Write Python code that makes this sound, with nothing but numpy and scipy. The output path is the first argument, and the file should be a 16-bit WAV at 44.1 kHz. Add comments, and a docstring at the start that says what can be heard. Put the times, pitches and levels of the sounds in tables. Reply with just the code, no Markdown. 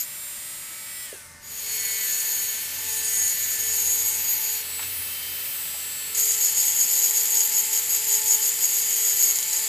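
"""A small rotary drill with a fine diamond bur smooths wet glass, heard close up.
It idles at low speed and runs down; then, running faster, it grinds one light pass and rubs to and fro.
Its whine is a stack of multiples of the shaft speed, and its bearing hiss is noise that swells each turn.
Grit makes a rough force tied to the turning shaft, which scratches and rings the glass.
A few knocks come from handling; behind it all are workshop air, steady tones and a low drone."""
import sys
import numpy as np
from scipy import signal
from scipy.fft import rfft, irfft
from scipy.io import wavfile
from scipy.ndimage import uniform_filter1d, map_coordinates

SR = 44100
rng = np.random.default_rng(int(sys.argv[2]) if len(sys.argv) > 2 else 0)


def write(x):
    x = np.atleast_2d(x).T
    wavfile.write(sys.argv[1], SR, np.round(np.clip(x, -1, 1) * 32767).astype(np.int16))


N = 426888
TIME = np.arange(N) / SR  # seconds

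# Slow run: it idles, is switched off and coasts down; the level falls with the speed.
IDLE_HZ, OFF_S, COAST_S = 326, 1.06, .5
IDLE_DB, COAST_DB_PER_OCTAVE = -38, 20.5
# Whine at low speed, relative levels: (multiple of the shaft speed, level [dB])
SLOW_WHINE = [(1, -15), (2, -22), (3, -19), (4, -10), (5, -13), (6, -5.5), (7, -5), (8, -8), (9, -15),
              (10, -10), (11, -7), (12, -6), (13, -5.5), (14, -5), (15, -5.5), (16, -7), (17, -7), (18, -8),
              (19, -23), (20, -20), (21, -1), (22, -21), (23, 6), (24, -6), (25, 6), (26, -18), (27, -16),
              (28, 0.5), (29, -6), (30, -1), (31, -15), (32, 2), (33, 1), (34, 2), (35, 2), (36, -12),
              (37, -6), (38, -3), (39, -1), (40, 3), (41, -4), (42, -7), (43, 6.5), (44, -5), (45, -5),
              (46, -5), (47, -2)]
# Two partials that swell up before the switch-off and glide down: (multiple of the shaft speed, level [dB])
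RUN_DOWN = [(6, -61), (10, -52)]
RUN_DOWN_SWELL_S, RUN_DOWN_DB_PER_OCTAVE = .3, 13

# Fast run: it fades in as the slow run fades out; a firm press slows the shaft.
FAST_HZ, FAST_DB, SAG_HZ = 440.2, -32, 3
FAST_S, FADE_IN_S, FADE_OUT_S = 1.385, 0.36, .08
# Whine at working speed, relative levels: (multiple of the shaft speed, level [dB])
FAST_WHINE = [(1, -43.5), (2, -77), (3, -18), (4, -14.5), (5, -11.5), (6, -11.5), (7, -8.5), (8, -15.5),
              (9, -10), (10, -5.5), (11, -8), (12, -13), (13, -15.5), (14, -15), (15, -12), (16, -26),
              (17, -9), (18, -4), (19, -7), (20, -8), (21, -5), (22, -20), (23, -5.5), (24, -30), (25, -5),
              (26, -12), (27, -8.5), (28, 3), (29, -6), (30, -5), (31, -1), (32, 3), (33, 1.5), (34, -5),
              (35, -13)]
# Boost of the whine by the housing ring near 4.4 kHz: (time [s], boost [dB])
HOUSING_LOW = [(1.5, 1.5), (2.7, 5.5), (3.3, -1), (4.5, 2), (5, -2), (6.4, 0.5), (9.1, -0.5), (9.45, 3)]
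# As the hand turns, the ring near 8 kHz swells over its rest: (middle [s], length [s], added boost [dB])
HOUSING_MID, HOUSING_MID_REST_DB = [(2, .3, -3), (2.7, 0.27, -27), (4.05, .35, 6), (4.78, 0.26, 5.5),
                                    (5.9, 0.77, 7)], -1
# So does the ring near 14 kHz: (middle [s], length [s], added boost [dB])
HOUSING_HIGH, HOUSING_HIGH_REST_DB = [(2.3, 0.49, -4), (4.33, .3, -4), (5, .55, -2), (5.5, 0.57, 0)], -8
# Colour of the bearing hiss, relative levels: (frequency [Hz], level [dB per Hz])
BEARING = [(200, -14.5), (800, -11.5), (1500, -8), (1900, -1.5), (2700, 0.5), (4000, -2), (6200, -5.5),
           (7800, -1.5), (10000, -1), (13000, -3.5), (14000, 1), (15500, -6.5)]
# The bearings sizzle as the handpiece tilts, relative levels: (middle [s], length [s], added level [dB])
SIZZLES, SIZZLE_REST_DB = [(2.27, .45, -6), (3.5, .25, -4), (4.33, .3, -5), (5.25, .9, -17)], -22
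# The shaft shakes the work, changing with the grip, levels before the load acts:
# (time [s], once a turn [dB], twice a turn [dB])
GRIP_HUM = [(1.5, -51, -53), (2.35, -53.5, -58), (2.9, -49, -45), (3.4, -52, -65), (3.85, -51, -52.5),
            (4.4, -52, -44.5), (4.8, -45.5, -56), (6.7, -53.5, -53.5), (7.15, -50.5, -47.5),
            (8.25, -47, -46), (9.2, -50, -56.5), (9.68, -47.5, -45.5)]
SHAKE_GROWTH = 0.55  # dB of shake per dB of load
FREE_LOAD_DB, LOAD_SMOOTH_S = -25, 0.14  # load of the lifted bur; the press is averaged this long

# The last touch of the slow run lets go: (time [s], press [dB])
LAST_TOUCH = [(0, -8), (.03, -28), (.05, -48)]
# The light pass, eased once on the way: (time [s], press [dB])
LIGHT_PASS = [(1.43, -12), (1.9, -13), (2.2, -8.5), (2.53, -13), (2.72, -33), (2.9, -12), (3.22, -6),
              (3.42, -13), (3.72, -5), (3.95, -5), (4.17, -11), (4.55, -11), (4.62, -29)]
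# The bur rests on the glass between rubbing strokes: (time [s], press [dB])
RESTING = [(6.15, -13), (7.25, -11), (7.85, -22), (8.3, -16), (9.1, -12), (9.33, -13), (9.43, -23.5),
           (9.68, -14)]
# Each stroke adds to the resting press and eases again: (middle [s], length [s], added press [dB])
STROKES = [(6.195, 0.046, -2), (6.28, 0.18, -5.5), (6.445, .13, -4.5), (6.63, .17, -2), (6.82, .11, -6),
           (6.95, .15, -4.5), (7.06, 0.09, -3), (7.18, 0.083, -4), (7.385, .17, -2.5), (7.57, 0.093, -1.5),
           (7.76, 0.097, -3.5), (7.945, .11, -3), (8.13, 0.1318, -1.5), (8.315, .12, -2.5),
           (8.46, 0.099, -5.5), (8.64, 0.083, -5), (8.78, 0.15, -7.5), (8.94, .14, -7.5),
           (9.07, 0.17, -4.5), (9.245, 0.18, -0.5), (9.56, .1, -8.5)]
# The low ring grows in step with the press; the scratch and the high ring grow more slowly (dB per dB).
SCRATCH_GROWTH, HIGH_GROWTH = 0.19, 0.5
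# Colour of the scratch in the light pass, relative levels: (frequency [Hz], level [dB per Hz])
LIGHT_SCRATCH = [(300, -15.5), (1400, -20), (1900, -3.5), (3400, -11), (4500, -3), (5600, -2.5), (7000, 4),
                 (7900, -1), (9600, -8), (11300, -15), (13600, -12), (15400, -12)]
# Colour of the scratch in the touch and rubbing, relative levels: (frequency [Hz], level [dB per Hz])
RUB_SCRATCH = [(300, -23.5), (1400, -25.5), (2100, -7.5), (2600, -18), (3100, -7.5), (3700, -16.5),
               (4900, -4.5), (5900, -9.5), (7200, 9), (7900, 1), (8700, -4.5), (10600, -7.5), (13300, -2),
               (15200, -28)]
# Lower wall modes of the glass, relative levels: (frequency [Hz], width [Hz], level [dB])
GLASS_LOW = [(4800, 130, -21), (5275, 63, -12.5), (6575, 51, -1), (6695, 15.6, 10.5), (6832, 46, 2.5),
             (7030, 33, -8), (6990, 95, -8.5), (7420, 94, -4.5), (7840, 84, -11), (8760, 56, -10),
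             (9120, 71, -9.5)]
# Upper wall modes of the glass, relative levels: (frequency [Hz], width [Hz], level [dB])
GLASS_HIGH = [(10100, 25, -11), (11520, 18, -8.5), (11870, 29, -4), (12190, 50, 1.5), (12390, 77, 1.5),
              (12450, 47, -4.5), (12540, 32, 1.5), (12700, 77, -17)]
# The high ring depends on where the bur sits along the wall: (time [s], change [dB])
HIGH_PLACE = [(0, 0), (2.4, -2.5), (3.4, -2), (4.4, 2), (6.25, -2.5), (7.4, 1), (8.1, 0.5), (8.7, -2),
              (9.3, 1.5), (9.68, -5)]
# In the light pass one wall mode sings above its rest: (middle [s], length [s], added level [dB])
SINGING = [(2.1, 1, -46), (3.05, 0.65, -36), (3.8, 0.99, -45)]
SINGING_HZ = 9200
# The bur chatters in the light pass: (time [s], level [dB], centre of the buzz [Hz])
CHATTER = [(1.5, -65, 2100), (1.85, -39, 2080), (2.04, -40, 2104), (2.1, -47, 1730), (2.75, -50.5, 1700),
           (3.22, -43, 1900), (3.65, -46, 1810), (3.85, -59, 1640), (4.62, -57, 1600)]
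# The bur catches an edge, relative peaks: (time [s], peak [dB])
CATCHES = [(6.1484, -15), (6.1816, -16), (7.2574, -16), (9.3573, -13), (9.3662, -18), (9.3873, -10.5),
           (9.3974, -25), (9.429, -13.5), (9.5298, -14.5), (9.5486, -24), (9.5754, -24), (9.5822, -18)]
# Handling bumps: (time [s], peak [dB], centre [Hz], half the width of each filter [Hz],
# time for the push to fade by 60 dB [s])
BUMPS = [(1.127, -30.5, 440, 130, 0.13), (4.793, -26, 1500, 1300, 0.12), (4.825, -25, 2960, 2600, 0.14),
         (5.74, -42, 683, 200, 0.29)]

# Colour of the workshop air, relative levels: (frequency [Hz], level [dB per Hz])
ROOM_AIR, ROOM_AIR_DB = [(25, 2.5), (60, 4), (150, 7), (300, -2), (800, -2.5), (1900, 4), (3200, -9),
                         (6000, 1), (15000, -16)], -50
# Steady workshop tones, relative levels: (frequency [Hz], level [dB])
ROOM_TONES = [(581.4, -64), (899.0, -63.5), (1163, -65.5), (1502, -63), (1798, -59.5), (2099, -59.5)]
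# Low drone, relative levels: (time [s], level [dB])
DRONE = [(0, -82), (.8, -69), (1.45, -55.5), (1.8, -62.5), (2.5, -67), (2.7, -52), (3.35, -54.5),
         (3.9, -51.5), (4.45, -56), (5, -51.5), (5.5, -57.5), (6.8, -60), (7.3, -71), (9.68, -71)]
# Pitch around which the drone wavers: (time [s], pitch [Hz])
DRONE_PITCH = [(0, 78), (1.4, 81.9), (2.4, 81.7), (2.7, 89.75), (5, 86.4), (6, 82.2), (9.68, 80.05)]

# The two microphone ports at full lean: (frequency [Hz], left minus right [dB])
PORT_BALANCE = [(0, 0.11), (4000, 0), (6700, 2.06), (8200, 1.7), (12300, 2.4), (14200, 0)]
# Timing of the ports: (frequency [Hz], lead of the left [radians])
PORT_PHASE = [(0, 0.019), (15200, -0.11)]
TOP_HZ = 15300


def undb(db):
    """Decibels to gain."""
    return 10 ** (np.asarray(db) / 20)


def unit(x):
    """Scale to an average strength (rms) of 1."""
    return x / np.sqrt(np.mean(x ** 2))


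def curves(table):
    """Each column of a table as a line through time."""
    s, *columns = np.transpose(table)
    return [np.interp(TIME, s, c) for c in columns]


def swells(table, rest_db):
    """Smooth rises and falls (half a cosine each) added to a resting gain; the result is in dB."""
    gain = undb(rest_db)
    for middle, length, db in table:
        gain = gain + undb(db) * np.cos(np.pi * np.clip((TIME - middle) / length, -.5, .5))
    return 20 * np.log10(gain)


def during(table, fade=0.0031):
    """One while the table lasts, zero outside, with short fades."""
    return np.clip(np.minimum(TIME - table[0][0], table[-1][0] - TIME) / fade + 1, 0, 1)


def fade_in(seconds):
    """From zero to one as the fast run comes in."""
    return np.clip((TIME - FAST_S) / seconds, 0, 1)


def walk(rate):
    """Slow chance: lines joining random points, rate points a second, with a spread near one."""
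    points = rng.standard_normal(4096)
    return 1.2 * np.interp(TIME * rate, np.arange(len(points)), points)


def colour(x, points):
    """Shape a sound with a smooth (Hz, dB) spectrum and scale it to rms 1."""
    hz, db = np.transpose(points)
    f = np.maximum(np.arange(N // 2 + 1) * SR / N, 1)
    gain = undb(np.interp(np.log(f), np.log(hz), db))
    gain = gain * np.minimum(f / hz[0], 1)  # weaker below the first point
    return unit(irfft(rfft(x) * gain, N))


def resonate(x, hz, width):
    """One resonance, gain one at its centre."""
    return signal.lfilter(*signal.iirpeak(hz, hz / width, fs=SR), x)


def shaft(speed, wobble):
    """Turns made so far; the speed trembles a little."""
    return np.cumsum(speed * (1 + wobble * walk(40))) / SR


def whine(turns, orders, phases, flicker_db, rings=()):
    """Multiples of the shaft speed; each flickers, and those near a housing ring follow it."""
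    out = 0
    total = np.sqrt(sum(undb(db) ** 2 for _, db in orders) / 2)
    for (k, db), phase in zip(orders, phases):
        db = db + flicker_db * walk(4)
        for centre, spread, ring_db in rings:
            db = db + ring_db * np.exp(-((k - centre) / spread) ** 2)
        angle = 2 * np.pi * ((k * turns + phase) % 1)
        out = out + undb(db.astype(np.float32)) * np.sin(angle.astype(np.float32))
    return out / total


def bearing(turns, depth):
    """Ball bearings hiss, swelling once a turn."""
    swell = 1 + depth * np.cos(2 * np.pi * turns)
    return colour(rng.standard_normal(N) * swell, BEARING)


def slow_run(turns, speed):
    """The drill idles and is switched off; coasting, high partials die first and low ones glide on."""
    octaves = np.log2(speed / IDLE_HZ)
    drive = np.minimum(speed / IDLE_HZ, 1) ** 6
    rings = [(36, 17, -28 * np.sqrt(1 - drive))]  # a dip in the high partials as the drive goes
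    tone = whine(turns, SLOW_WHINE, rng.random(len(SLOW_WHINE)), flicker_db=3.5, rings=rings)
    hiss = bearing(turns, depth=0.25)
    coasting = np.sqrt(1 - drive) * unit(resonate(hiss, 8600, 3500))
    running = tone + undb(-4.5) * hiss + undb(-1.0) * coasting
    running = running * undb(IDLE_DB + COAST_DB_PER_OCTAVE * octaves)
    swell = np.clip((TIME - OFF_S) / RUN_DOWN_SWELL_S + 1, 0, 1)
    swell = swell * undb(RUN_DOWN_DB_PER_OCTAVE * octaves)
    glide = swell * sum(undb(db + 2 * walk(20)) * unit(np.sin(2 * np.pi * k * turns)) for k, db in RUN_DOWN)
    return (running + glide) * (1 - fade_in(FADE_OUT_S))


def fast_run(turns, load):
    """The drill at working speed; under load its imbalance shakes the work."""
    (low_db,) = curves(HOUSING_LOW)
    mid_db = swells(HOUSING_MID, HOUSING_MID_REST_DB)
    high_db = swells(HOUSING_HIGH, HOUSING_HIGH_REST_DB)
    rings = [(10, .9, low_db), (18, 1.4, mid_db), (32, 1.8, high_db)]  # centre and spread in multiples
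    phases = rng.random(len(FAST_WHINE))
    tone = whine(turns, FAST_WHINE, phases, flicker_db=2.5, rings=rings)
    sizzle = resonate(resonate(bearing(turns, depth=.5), 13540, 1600), 14700, 1600)
    sizzle = undb(swells(SIZZLES, SIZZLE_REST_DB)) * unit(sizzle)
    sound = undb(-1.0) * tone + undb(-3) * bearing(turns, depth=0.26) + sizzle
    shake = 0
    for k, db in enumerate(curves(GRIP_HUM), 1):
        hum = unit(np.sin(2 * np.pi * (k * turns + phases[k - 1])))
        shake = shake + undb(db + 1.7 * walk(6.1)) * hum
    return sound * undb(FAST_DB) + shake * load ** SHAKE_GROWTH


def grit(turns, memory, track_db, chip_db, spread_db, swell, bounce):
    """Force at the bur: the same diamonds return every second turn, among fresh chips of random size."""
    size = 200  # random points in each two-turn pattern
    memory = np.clip(memory, 0, .99)  # how much of the pattern stays from one pass to the next
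    passes = rng.standard_normal((int(turns[-1] / 2) + 2, size))
    track = signal.lfilter([1], [1, -memory], passes, axis=0).ravel()
    track = unit(map_coordinates(track, [turns / 2 * size], order=3))
    chip_size = undb(spread_db * np.minimum(rng.exponential(size=N), 3))
    chips = (rng.random(N) < 5000 / SR) * rng.choice([-1, 1], N) * chip_size  # about 5000 a second
    # The bur runs slightly off centre and bounces, so strong and weak turns alternate.
    contact = np.exp(swell * np.cos(2 * np.pi * turns) + bounce * np.cos(np.pi * turns))
    return unit((undb(track_db) * track + undb(chip_db) * unit(chips)) * contact)


def hops(rate_hz, uneven, contact):
    """The bur hops on the wall at an uneven pace; each landing is sudden and fades within a hop."""
    count = np.cumsum(rate_hz * np.exp(uneven * walk(110))) / SR
    size = rng.uniform(0.73, 1, int(count[-1]) + 1)
    return size[count.astype(int)] * np.exp(-(count % 1) / contact)


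def ring(x, modes):
    """A body's modes, all driven by the same force; neighbours swing in opposite senses."""
    return sum((-1) ** k * undb(db) * resonate(x, hz, width) for k, (hz, width, db) in enumerate(modes))


def grind(press_db, force, scratch, scratch_db, low_db, high_db, judder_db, tilt_db, waver_db):
    """The grit scratches and rings two families of wall modes as the hand presses and eases."""
    rasp = undb(SCRATCH_GROWTH * press_db)
    # Each family wavers on its own as the point of contact moves.
    low = undb(press_db + waver_db * walk(25))
    high = undb(HIGH_GROWTH * press_db + curves(HIGH_PLACE)[0] + waver_db * walk(25))
    # A positive tilt favours the upper of these modes, a negative one the lower (dB per octave).
    modes = [(hz, width, db + tilt_db * np.log2(hz)) for hz, width, db in GLASS_LOW]
    # The landings go mostly into the low modes.
    judder = judder_db * hops(rate_hz=160, uneven=.4, contact=0.36)
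    scratching = rasp * colour(force * undb(0.35 * judder), scratch)
    low_ring = low * unit(ring(force * undb(judder), modes))
    high_ring = high * unit(ring(force * undb(judder / 2), GLASS_HIGH))
    return undb(scratch_db) * scratching + undb(low_db) * low_ring + undb(high_db) * high_ring


def singing(force, width_hz):
    """The lightly held bur keeps one narrow mode of the wall ringing."""
    return undb(swells(SINGING, rest_db=-56)) * unit(resonate(force, SINGING_HZ, width_hz))


def chatter(turns, width_hz):
    """Lightly held, the bur bounces every second turn and buzzes a resonance of the shank."""
    level_db, centre = curves(CHATTER)
    out = 0
    for k in np.arange(6, 14) / 2:  # half steps, for a bounce every second turn
        detune = 2 * (k * FAST_HZ - centre) / width_hz
        out = out + np.cos(2 * np.pi * k * turns - np.arctan(detune)) / np.hypot(1, detune)
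    return unit(out) * undb(level_db) * during(CHATTER)


def catches(crack_s, crack_db, damping, gain_db):
    """Single hard strikes: a crack and a ping that the wet fingers damp."""
    t, out = TIME[:2000], np.zeros(N + 2000)
    for s, db in CATCHES:
        ping = 0
        for hz, width, mode_db in GLASS_LOW:
            fade = np.exp(-np.pi * (width + damping) * t)
            ping = ping + undb(mode_db) * np.sin(2 * np.pi * hz * t) * fade
        crack = resonate(rng.standard_normal(len(t)) * np.exp(-t / crack_s), 10700, 3500)
        hit = ping / abs(ping).max() + undb(crack_db) * crack / abs(crack).max()
        start = int(s * SR)
        out[start:start + len(t)] += undb(db + gain_db) * hit / abs(hit).max()
    return out[:N]


def bumps():
    """Dull knocks as the hands shift the glass on its cloth: fading noise through two resonances."""
    out = 0
    for s, db, hz, width, t60 in BUMPS:
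        push = rng.standard_normal(N) * (TIME > s) * np.exp(-np.log(1000) * abs(TIME - s) / t60)
        knock = resonate(resonate(push, hz, 2 * width), hz, 2 * width)
        out = out + undb(db) * knock / abs(knock).max()
    return out


def workshop():
    """Room air as shaped noise, a few steady machine tones and a low wavering drone."""
    air = colour(rng.standard_normal(N), ROOM_AIR)
    # A faint noise, opposite in the two ears, mostly low rumble.
    side = colour(rng.standard_normal(N), [(30, 7), (150, 9), (400, 0), (2000, -24), (15000, -24)])
    tones = sum(undb(db + 0.53 * walk(4.6)) * unit(np.sin(2 * np.pi * hz * TIME)) for hz, db in ROOM_TONES)
    (drone_db,), (pitch,) = curves(DRONE), curves(DRONE_PITCH)
    angle = 2 * np.pi * np.cumsum(pitch + 3 * walk(25)) / SR
    drone = sum(undb(db) * np.sin(k * angle) for k, db in enumerate([0, -13, -9], 1))
    drone = unit(drone * undb(2.5 * walk(24)))
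    middle = undb(ROOM_AIR_DB) * air + undb(-1) * tones + undb(drone_db - 1.5) * drone
    return middle + undb(-66) * side * np.array([[1], [-1]])


def ports(x, scatter_db, lean):
    """Two close ports differ mostly in the treble, with uneven scatter; lean scales the level difference."""
    f = np.arange(N // 2 + 1) * SR / N
    balance, phase = (np.interp(f, *np.transpose(table)) for table in (PORT_BALANCE, PORT_PHASE))
    half = undb(lean * balance / 2) * np.exp(1j * phase / 2)
    echoes = rng.standard_normal(512)
    scatter = undb(scatter_db) * (f / TOP_HZ) ** 2 * rfft(echoes / np.linalg.norm(echoes), N)
    return irfft(rfft(x) * np.array([half + scatter, 1 / half - scatter]), N)


def scene():
    """Drill, three spells of grinding, handling and room; the press drives grinding, speed and shake."""
    (touch_db,), (light_db,), (resting_db,) = curves(LAST_TOUCH), curves(LIGHT_PASS), curves(RESTING)
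    rub_db = swells(STROKES, resting_db)
    press = undb(light_db) * during(LIGHT_PASS) + undb(rub_db) * during(RESTING)
    load = undb(FREE_LOAD_DB) + uniform_filter1d(press, int(LOAD_SMOOTH_S * SR))
    slow_hz = IDLE_HZ * np.exp(-np.maximum(TIME - OFF_S, 0) / COAST_S)
    slow = shaft(slow_hz, wobble=0.0005)
    fast = shaft(FAST_HZ - SAG_HZ * load, wobble=.00025)

    touch = grit(slow, memory=0.4, track_db=-3, chip_db=-2, spread_db=1, swell=.4, bounce=.2)
    light = grit(fast, memory=0.9, track_db=-2, chip_db=-4.0, spread_db=2.0, swell=0.73, bounce=0.057)
    heavy = grit(fast, memory=0.75, track_db=0.0, chip_db=0.5, spread_db=5.5, swell=0.29, bounce=0.27)
    touching = grind(touch_db, touch, RUB_SCRATCH, scratch_db=-35.5, low_db=-19.5, high_db=-26.5,
                     judder_db=4, tilt_db=-26, waver_db=-1.0)
    passing = grind(light_db, light, LIGHT_SCRATCH, scratch_db=-33.0, low_db=-20, high_db=-25.0,
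                    judder_db=5.5, tilt_db=9, waver_db=1.1)
    rubbing = grind(rub_db, heavy, RUB_SCRATCH, scratch_db=-24.5, low_db=-21.5, high_db=-25.0,
                    judder_db=14.5, tilt_db=-4.0, waver_db=1.17)
    strikes = catches(crack_s=.0008, crack_db=-3, damping=30, gain_db=2)

    passing = (passing + singing(light, width_hz=36)) * during(LIGHT_PASS)
    working = chatter(fast, width_hz=115) + passing + rubbing * during(RESTING)
    drill = slow_run(slow, slow_hz) + fast_run(fast, load) * fade_in(FADE_IN_S)
    glass = touching * during(LAST_TOUCH) + working * fade_in(FADE_IN_S) + strikes + bumps()
    near = ports(drill, scatter_db=-10, lean=0.17) + ports(glass, scatter_db=-15.5, lean=0.81)
    return near + workshop()


def record(dry):
    """A steep filter removes the very highest treble."""
    return signal.sosfilt(signal.ellip(10, .2, 80, TOP_HZ, fs=SR, output="sos"), dry)


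dry = scene()
out = record(dry)
write(out)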